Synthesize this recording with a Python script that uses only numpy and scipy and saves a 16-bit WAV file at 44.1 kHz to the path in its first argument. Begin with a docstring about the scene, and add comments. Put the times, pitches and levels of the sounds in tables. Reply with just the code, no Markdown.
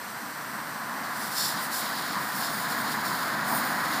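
"""A lawn sprinkler sprays at night, its nozzle swelling as the listener walks slowly towards it. The nozzle
roars and its jet flutters; mist hisses and drops patter on the grass. A dog bites at the jet: water splashes
off muzzle and coat in bright bursts, rings in the open jaws and drums dully on its body. Traffic rumbles far
away."""
import sys
import numpy as np
from scipy import signal
from scipy.fft import rfft, irfft
from scipy.io import wavfile
from scipy.ndimage import map_coordinates

SR = 44100
rng = np.random.default_rng(int(sys.argv[2]) if len(sys.argv) > 2 else 0)


def inscribe(sig):
    """Save sig as 16-bit PCM at rate SR to the path in sys.argv[1].

    A 1-D sig is mono; a 2-D sig holds one channel per row.
    Samples are clipped to [-1, 1] before scaling.
    """
    pcm = np.round(np.clip(np.atleast_2d(sig).T, -1, 1) * 32767)
    wavfile.write(sys.argv[1], SR, pcm.astype(np.int16))


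N = 176400

# The nozzle's swell on the walk towards it. Each row: time in seconds, level in dB.
NOZZLE_LEVEL = [(0, -39.5), (.55, -36.3), (.84, -36.5), (.98, -34.5), (1.17, -34.5), (1.5, -34),
                (1.9, -33.5), (2.35, -32.5), (2.7, -31.5), (2.84, -31), (3.25, -30.5), (3.6, -30), (4, -29)]
# Tone of each water layer. Each row: frequency in Hz, relative level in dB.
ROAR_SPECTRUM = [(50, -65), (250, -58), (420, -15.5), (560, -11), (700, -5), (900, -4), (1050, -1),
                 (1250, -2.5), (1650, -2), (1950, -6), (2300, -15), (2800, -26), (5000, -35.5)]
FLUTTER_SPECTRUM = [(30, -52), (42, -39), (55, -25), (80, -24), (115, -9), (155, -2), (185, -3), (208, 1.5),
                    (228, -0.5), (280, -1.5), (350, -8), (450, -18.5), (900, -33)]
MIST_SPECTRUM = [(100, -21), (500, 5), (2300, 5), (3000, 2.5), (3600, -2.5), (4350, 2.5), (5200, 0),
                 (5900, 4), (6700, 0), (8400, -0.5), (9300, -.5), (10400, -3), (11400, -3.5), (12200, -1.5),
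                 (14000, 1), (15000, 1)]
PATTER_SPECTRUM = [(2000, -23), (3000, -6), (3800, 0.5), (4300, 1.5), (5000, 1), (5700, -7.5), (6200, -9.5),
                   (7000, -5.5), (7800, -12), (9400, -8), (12000, -9), (14500, -8), (15500, -5.5)]
COAT_SPLASH_SPECTRUM = [(2000, -17), (3200, -4), (4800, 4.5), (5600, 2), (6300, -1.5), (7200, 0),
                        (8200, 2.5), (9600, -1), (11200, 3.5), (12500, -1.5), (14500, 0.5), (15500, 4.5)]
FINE_SPRAY_SPECTRUM = [(3000, -44), (6000, -14), (7050, -3), (7700, -12), (9300, 4.5), (10700, -3),
                       (11900, -18), (13300, 5), (14300, 5), (15500, 3.5)]
# Airborne mist, which the dog shields later on. Each row: time in seconds, level in dB.
MIST_LEVEL = [(0, -41), (1.15, -41.5), (2, -41.5), (3.2, -43), (3.4, -46), (3.52, -44), (4, -41.5)]
# Patter on wet grass and legs. Each row: time in seconds, level in dB.
PATTER_LEVEL = [(0, -64), (.8, -53), (1.12, -44), (1.3, -44.5), (1.55, -36), (1.69, -43.5), (1.85, -35),
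                (2.12, -36.5), (2.25, -42.5), (2.48, -37.5), (2.64, -39), (2.92, -36.5), (3.0, -40),
                (3.15, -37), (3.4, -40.5), (3.62, -37), (3.8, -38.5), (3.94, -34), (4, -36)]
# The mist's reflection trails its direct sound. Each row: time in seconds, lag in milliseconds.
REFLECTION_LAG = [(0, 0.24), (.7, 0.23), (1.2, 0.24), (4, 0.313)]
# A sinking notch in the hiss. Each row: time in seconds, centre in Hz.
NOTCH_CENTRE = [(0, 6620), (1.1, 6650), (1.62, 6270), (2.15, 6300), (2.6, 6020), (4, 6000)]
# The dog breaks the jet. Each row: start and length in seconds, then levels in dB of
# coat splash, fine spray and jaw ring.
BITES = [(1.13, 0.096, -39.5, -48, -58), (1.182, 0.1, -37, -48, -53), (1.28, 0.099, -35, -48, -50),
         (1.338, 0.12, -28.5, -46, -31.5), (1.45, 0.043, -30, -50, -40), (1.582, 0.063, -35.5, -36, -55),
         (1.697, 0.098, -30.5, -38, -44), (1.79, 0.044, -38, -48, -47), (2.047, 0.065, -52, -55, -45),
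         (2.17, 0.22, -41.5, -41.5, -51), (2.33, 0.089, -36.5, -37, -44), (2.397, 0.072, -37, -40, -40.5),
         (2.474, 0.16, -41, -38.5, -57), (2.663, 0.058, -38, -38, -42), (2.743, 0.066, -49, -37, -59),
         (2.865, 0.068, -41, -40, -50), (3.02, 0.069, -41, -36, -42), (3.095, .19, -45, -43, -62),
         (3.438, 0.076, -38.5, -34, -48), (3.505, 0.081, -39, -29.5, -54), (3.6, 0.099, -50, -37.5, -55),
         (3.71, .28, -55, -44, -51)]
# Resonances of the open jaws. Each row: pitch in Hz, width in Hz, relative level in dB.
JAW_RESONANCES = [(3640, 280, -2.5), (4360, 400, 3.5), (5260, 660, 6), (7170, 440, 1)]
# The jet drums on the dog's body. Each row: peak in seconds, hollow pitch in Hz, hollow and thud in dB.
BODY_HITS = [(.92, 1060, -39, -59), (1.585, 1040, -38, -44), (2.17, 1070, -34.5, -41),
             (2.86, 950, -35, -46), (2.975, 960, -35.5, -57), (3.085, 1000, -44, -40),
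             (3.536, 797, -31, -36)]
# The far road. Each row: time in seconds, level in dB.
TRAFFIC_LEVEL = [(0, -66), (1.6, -82), (2.2, -69.5), (4, -68)]


def sprinkler_nozzle():
    """The nozzle's roar, its faint hollow ring and the jet's low flutter swell together as it nears."""
    roar = undb(-0.02) * colour(noise(), ROAR_SPECTRUM) * waver(rate_hz=35, depth_db=.5)
    hollow = undb(-13) * ring(noise(), hz=1009, width_hz=82) * waver(rate_hz=11, depth_db=2.5)
    flutter = undb(-9.5) * colour(noise(), FLUTTER_SPECTRUM) * waver(rate_hz=20, depth_db=1)
    return curve(NOZZLE_LEVEL) * (roar + hollow + flutter)


def falling_water():
    """An even bed of mist, with heavier drops pattering close by."""
    mist = early_reflection(colour(drops(share=.26), MIST_SPECTRUM))
    patter = colour(drops(share=.55), PATTER_SPECTRUM) * waver(rate_hz=70, depth_db=1.28)
    return curve(MIST_LEVEL) * mist + curve(PATTER_LEVEL) * patter


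def drops(share, per_second=5500, spread_db=4.5):
    """Drops of uneven size tick over smooth hiss; their share of the power sets the grain."""
    ticks = (rng.random(N) < per_second / SR) * np.sign(noise())
    sizes = undb(spread_db * np.minimum(noise(), 2.5))
    return np.sqrt(share) * unit(ticks * sizes) + np.sqrt(1 - share) * noise()


def early_reflection(x, gain=.24):
    """One reflection combs the hiss; its growing lag slides the hollows downwards."""
    lag_samples = glide(REFLECTION_LAG) * SR / 1000
    reflection = map_coordinates(x, [np.arange(N) - lag_samples], order=5, mode="mirror")
    return unit(x + gain * reflection)


def sinking_notch(x, width_hz=370, depth=.41):
    """A narrow dip in the spray's hiss sinks as the listener moves."""
    carrier = np.exp(2j * np.pi * np.cumsum(glide(NOTCH_CENTRE)) / SR)
    lowpass = signal.butter(1, width_hz / 2, fs=SR, output="sos")
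    band = signal.sosfiltfilt(lowpass, x / carrier, padtype=None)  # shifted down to 0 Hz and isolated
    return x - depth * 2 * np.real(band * carrier)


def dog_bites(attack_s=.045, release_s=.035):
    """Each bite at the jet throws drops against the coat, sheds fine spray and rings the open jaws."""
    t = np.arange(N) / SR
    jaws = unit(sum(undb(db) * ring(drops(share=.18), hz, width) for hz, width, db in JAW_RESONANCES))
    coat_splash = colour(drops(share=.4), COAT_SPLASH_SPECTRUM)
    fine_spray = colour(drops(share=.58), FINE_SPRAY_SPECTRUM)
    layers = np.array([coat_splash, fine_spray, jaws])
    power = np.zeros((3, N))  # overlapping bites add in power
    for start, length, *levels_db in BITES:
        attack = np.clip((t - start) / attack_s, 0, 1)
        release = np.exp(-np.maximum(t - start - length, 0) / release_s)
        power += np.outer(undb(levels_db), attack * release) ** 2
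    return (np.sqrt(power) * layers).sum(axis=0) * waver(rate_hz=90, depth_db=.5)


def body_drumming(swell_s=.031):
    """Short hollow knocks as the jet drums dully on the dog's body, each with a low thud of its own."""
    t = np.arange(N) / SR
    out = np.zeros(N)
    for peak, hz, hollow_db, thud_db in BODY_HITS:
        hollow = undb(hollow_db) * ring(noise(), hz, width_hz=290)
        thud = undb(thud_db) * ring(noise(), hz=219, width_hz=96)
        out += (hollow + thud) * np.exp(-.5 * ((t - peak) / swell_s) ** 2)
    return out


def distant_traffic():
    """A faint low engine drone from the road."""
    return curve(TRAFFIC_LEVEL) * ring(noise(), hz=71.6, width_hz=4.8)


def undb(db):
    """Decibels to gain."""
    return 10 ** (np.asarray(db) / 20)


def unit(x):
    """Scale to rms 1."""
    return x / np.sqrt(np.mean(x ** 2))


def glide(points):
    """Straight ramps through (seconds, value) points."""
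    return np.interp(np.arange(N) / SR, *np.array(points).T)


def curve(points):
    """A fader ride through (seconds, dB) points, as gain."""
    return undb(glide(points))


def colour(x, points):
    """Equalise x along (Hz, dB) points, at rms 1."""
    hz, db = np.array(points).T
    f = np.maximum(np.fft.rfftfreq(N, 1 / SR), 1)
    gain = undb(np.interp(np.log(f), np.log(hz), db))
    return unit(irfft(rfft(x) * gain, N))


def ring(x, hz, width_hz):
    """A steep resonance, width_hz wide at 6 dB down, at rms 1."""
    f = np.maximum(np.fft.rfftfreq(N, 1 / SR), 1)
    detuning = hz / width_hz * (f / hz - hz / f)
    return unit(irfft(rfft(x) / (1 + 1j * detuning) ** 2, N))


def noise():
    """White noise."""
    return rng.standard_normal(N)


def waver(rate_hz, depth_db):
    """A gain that wanders smoothly at random."""
    steps = rng.standard_normal(1024)
    return undb(depth_db * map_coordinates(steps, [np.arange(N) / SR * rate_hz], order=2, mode="mirror"))


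def scene():
    """Sprinkler and dog in front, traffic far behind, in mono."""
    nozzle = sprinkler_nozzle()
    spray = sinking_notch(falling_water() + dog_bites())
    return (nozzle + spray + body_drumming() + distant_traffic())[None]


def record(dry, low_cut_hz=48, top_hz=15280):
    """Thin the deepest bass and cut the top steeply."""
    thinned = signal.sosfilt(signal.butter(4, low_cut_hz, "high", fs=SR, output="sos"), dry)
    return signal.fftconvolve(thinned, signal.firwin(1601, top_hz, fs=SR)[None], "same")


dry = scene()
out = record(dry)
inscribe(out)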